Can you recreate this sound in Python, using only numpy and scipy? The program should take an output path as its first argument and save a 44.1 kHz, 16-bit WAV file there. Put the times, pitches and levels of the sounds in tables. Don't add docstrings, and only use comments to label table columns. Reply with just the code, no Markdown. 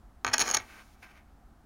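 import sys
import numpy as np
from scipy import signal
from scipy.fft import rfft, irfft
from scipy.io import wavfile

SR = 44100
rng = np.random.default_rng(int(sys.argv[2]) if len(sys.argv) > 2 else 0)


def gain_from_decibels(decibels):
    exponent = np.asarray(decibels, float) / 20
    return 10 ** exponent


def dump_mix(stems):
    frames = np.atleast_2d(stems).T
    limited = np.clip(frames, -1, 1)
    pcm = np.round(limited * 32767).astype(np.int16)
    wavfile.write(sys.argv[1], SR, pcm)


N = 72765


def rms_one(x):
    return x / np.sqrt(np.mean(x ** 2) + 1e-20)


def in_time(rows, axis=1):
    time_s, level_db = np.transpose(rows)[[0, axis]]
    return gain_from_decibels(np.interp(np.arange(N) / SR, time_s, level_db, left=-120, right=-120))


def ring(clicks, hz, t60):
    radius = gain_from_decibels(-60 / (t60 * SR))
    angle = 2 * np.pi * hz / SR
    feedback = [1, -2 * radius * np.cos(angle), radius * radius]
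    return signal.lfilter([0, np.sin(angle)], feedback, clicks + 1e-18)


def coloured(x, spectrum):
    hz, level_db = np.transpose(spectrum)
    f = np.arange(N // 2 + 1) * SR / N + 1
    gain = gain_from_decibels(np.interp(np.log(f), np.log(hz), level_db))
    return rms_one(irfft(rfft(x) * gain, N))


def grains(per_s):
    spread_db = 3.0
    size = gain_from_decibels(spread_db * np.minimum(rng.exponential(1, N), 4)) * rng.choice([-1, 1], N)
    return rms_one(size * (rng.random(N) < per_s / SR))


def rubbed(clicks, modes):
    return rms_one(sum(gain_from_decibels(level_db) * ring(clicks, hz, t60) for hz, level_db, t60 in modes))


def click_train(start_s, level_db):
    clicks = np.zeros(N)
    clicks[(start_s * SR).astype(int)] = gain_from_decibels(level_db)
    return clicks


def strike(start_s, level_db, modes):
    spread_db = 3
    out = np.zeros(N)
    luck = rng.standard_normal((len(start_s), len(modes)))
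    for k, (hz, mode_db, t60) in enumerate(modes):
        clicks = click_train(start_s, level_db + mode_db + spread_db * luck[:, k])
        out += ring(clicks * (-1) ** k, hz, t60)
    return out


# pitch_hz [Hz], level_db [dB]
AIR = [(15, -44), (32, -17.5), (55, -1.5), (140, -15), (300, -14), (450, -27), (1300, -23.5), (2500, -38.5),
       (16000, -47)]
# pitch_hz [Hz], width_hz [Hz], level_db [dB]
HUM = [(48, 12, -60), (215, 31, -71), (710, 25, -77.5), (770, 140, -71)]


def air():
    tones = np.zeros(N)
    for hz, width_hz, level_db in HUM:
        tones += gain_from_decibels(level_db) * rms_one(ring(rng.standard_normal(N), hz, 2.2 / width_hz))
    return gain_from_decibels(-60.5) * coloured(rng.standard_normal(N), AIR) + tones


def crack(start_s, ring_db):
    decay_s, band_hz = 0.00049, [2000, 6670]
    clicks = click_train(start_s, ring_db - 4.5)
    envelope = signal.lfilter([1], [1, -np.exp(-1 / (decay_s * SR))], clicks)
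    band = signal.butter(2, band_hz, "band", fs=SR, output="sos")
    return signal.sosfilt(band, envelope * rng.standard_normal(N))


# pitch_hz [Hz], level_db [dB], t60_s [s]
TABLE = [(255, -26.5, 0.093), (351, -29.5, 0.045), (504, -18.5, 0.084), (628, -32, 0.022),
         (824, -7.5, 0.052), (930, -15, 0.028), (1171, -8, 0.034), (1502, -9, 0.031), (1803, -6, .025),
         (2164, -10.5, 0.022), (2440, -9.5, 0.032), (2750, -17, .012), (3080, -8, 0.0098),
         (4300, -13, .012)]


def contacts(rows, chip):
    echo_s, echo_db = .0031, -1.5
    start_s, ring_db, knock_db = np.transpose(rows)
    knock = strike(start_s, knock_db, TABLE)
    echo = gain_from_decibels(echo_db) * np.roll(knock, int(echo_s * SR))
    return strike(start_s, ring_db, chip) + crack(start_s, ring_db) + knock + echo


# start_s [s], ring_db (chip) [dB], knock_db (table) [dB]
LANDING = [(.2466, -18.5, -16.5), (.2662, -27, -22), (.2772, -30.5, -22.5), (.2857, -29, -29.5),
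           (.298, -38, -38.5), (.3175, -49, -39), (.3812, -12, -28), (.3941, -11, -24.5), (.401, -15, -28),
           (.4038, -13, -23.5), (.4081, -8, -25), (.4122, -13.5, -19), (.4167, -9, -29.5), (.422, -14, -22)]
# start_s [s], ring_db (chip) [dB], knock_db (table) [dB]
ROCKING = [(.46, -32.5, -33.5), (.4645, -28, -38.5), (.4737, -23, -31.5), (.479, -23, -30),
           (.488, -26, -29), (0.4918, -24.5, -39.5), (0.4933, -29, -36.5), (.501, -20.5, -27.5),
           (0.5123, -16, -30), (0.5184, -28, -36.5), (0.5274, -27, -35.5), (0.537, -25, -27),
           (.541, -12, -26.5), (0.5453, -9.5, -27), (0.5478, -8.5, -24), (.55, -14, -26.5),
           (.566, -34, -29.5), (0.5694, -12, -29), (0.572, -19, -25.5)]
# pitch_hz [Hz], level_db [dB], t60_s [s]
CHIP = [(3360, -23, .006), (3910, -16, .006), (4433, -17, 0.017), (5350, -8.5, 0.005), (5950, -14.5, .006),
        (6520, -17, .012), (6590, -3, 0.017), (8700, -28.5, .008), (9710, -19.5, .017), (11100, -21, .006),
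        (12400, -26, .006), (14900, -29.5, .005), (15400, -28.5, .012)]


def landing_and_rocking():
    return contacts(LANDING + ROCKING, CHIP)


# time_s [s], table_db [dB], chip_db [dB]
CHATTER = [(.25, -42.5, -64.5), (.3, -44, -61), (.36, -44.5, -51.5), (.39, -45.5, -56), (.42, -35.5, -41),
           (.45, -42.5, -44.5), (.5, -36.5, -37), (.53, -44, -50), (.59, -43, -54.5)]
# pitch_hz [Hz], level_db [dB], t60_s [s]
HELD = [(4400, -15, .005), (5300, -9, 0.0089), (5680, -7.5, .006), (6100, -10, 0.0069),
        (6695, -11.5, 0.013), (9800, -19.5, .007), (12000, -27, 0.0035), (15100, -27, 0.0046)]


def chatter():
    touch = grains(per_s=1100)
    table = in_time(CHATTER) * rubbed(touch, TABLE)
    chip = in_time(CHATTER, axis=2) * rubbed(touch, HELD)
    return table + chip


# start_s [s], level_db [dB]
THUDS = [
    (.255, -48),
    (.285, -46.5),
    (.41, -50.5),
    (.56, -50.5),
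]
# pitch_hz [Hz], level_db [dB], t60_s [s]
FRAME = [(52, -3.5, .25), (100.7, 0.5, .2), (161, -5, .12)]


def thuds():
    start_s, level_db = np.transpose(THUDS)
    return strike(start_s, level_db, FRAME)


# start_s [s], ring_db
# (chip) [dB], knock_db (table) [dB]
SKIPPING = [(.329, -35.5, -36.5), (.331, -25.5, -31), (.3335, -14.5, -28), (.336, -12.5, -23),
            (.3371, -12, -25), (.338, -10, -25), (.3395, -9, -20.5), (.3407, -13, -24), (.3413, -11, -26),
            (.3427, -15, -24), (.3443, -14, -26), (.347, -28.5, -29.5), (.5462, -13, -33),
            (.5486, -14.5, -29.5), (.5725, -19.5, -34)]


def skipping():
    return contacts(SKIPPING, HELD)


# time_s [s], level_db [dB]
SLIDE_A = [(0.6, -44.5), (0.63, -57.5), (0.674, -60), (0.704, -52.5), (0.814, -52.5), (0.85, -69.5),
           (1.0, -73)]
# time_s [s], level_db [dB]
SLIDE_B = [(1.0, -70), (1.01, -85), (1.03, -46.5), (1.078, -61.5), (1.118, -55.5), (1.126, -66.5),
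           (1.174, -57), (1.248, -78.5), (1.3, -76)]
# pitch_hz [Hz], level_db [dB]
RUB = [(200, -16.5), (400, -20), (800, -10), (1500, -4), (2400, -4.5), (3500, -13), (6600, -20),
       (16000, -27)]
# pitch_hz [Hz], level_db [dB], t60_s [s]
PRESSED = [(830, -11, 0.039), (1230, -5, 0.033), (1585, -1, .045), (2356, -2, 0.023), (2660, -5, 0.033),
           (3102, -9, 0.017), (3800, -13, .01), (6640, -17.5, .03)]


def slide():
    rub = grains(per_s=7000)
    friction = rms_one(coloured(rub, RUB) + gain_from_decibels(-4.5) * rubbed(rub, PRESSED))
    return (in_time(SLIDE_A) + in_time(SLIDE_B)) * friction


# time_s [s], level_db [dB]
BRUSH = [(.6, -64), (.7, -62), (.85, -66.5), (.95, -68), (.96, -79), (1.02, -69), (1.2, -85)]
# pitch_hz [Hz], level_db [dB per Hz]
SKIN = [(800, -24), (3000, -3), (7000, -1), (7900, 1.5), (9000, -5.5), (16000, -9.5)]


def skin():
    return in_time(BRUSH) * coloured(rng.standard_normal(N), SKIN)


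def room(x):
    t60_s, wall_cut_hz = 0.32, 3300
    out = np.zeros(N)
    dull = np.exp(-2 * np.pi * wall_cut_hz / SR)
    lags = (rng.uniform(.006, 0.027, 10) * SR).astype(int)
    for k, lag in enumerate(lags):
        loop, state = x.copy(), [0.]
        gain = gain_from_decibels(-60 * lag / SR / t60_s)
        for i in range(lag, N, lag):
            back, state = signal.lfilter([gain * (1 - dull)], [1, -dull], loop[i - lag:i], zi=state)
            loop[i:i + lag] += back[:N - i]
        out += (loop - x) * (-1) ** k
    return out


# pitch_hz [Hz], width_hz [Hz], share removed [0-1]
DIPS = [(7570, 890, 0.56), (7950, 880, 0.7), (13790, 1100, 0.61)]


def near_colour(x):
    low_cut = signal.butter(2, 220, "high", fs=SR, output="sos")
    x = signal.sosfilt(low_cut, x)
    for hz, width_hz, share in DIPS:
        x = x - share * signal.lfilter(*signal.iirpeak(hz, hz / width_hz, fs=SR), x)
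    return x


def scene():
    near = near_colour(landing_and_rocking() + chatter() + skipping() + slide() + skin())
    return (near + gain_from_decibels(-19.5) * room(near) + thuds() + air())[None]


def band_limit(x):
    return signal.sosfilt(signal.butter(12, 17000, fs=SR, output="sos"), x)


def record(dry):
    top_cut = signal.cheby2(10, 40, 16600, fs=SR, output="sos")
    return band_limit(signal.sosfilt(top_cut, dry))


dry = scene()
out = record(dry)
dump_mix(out)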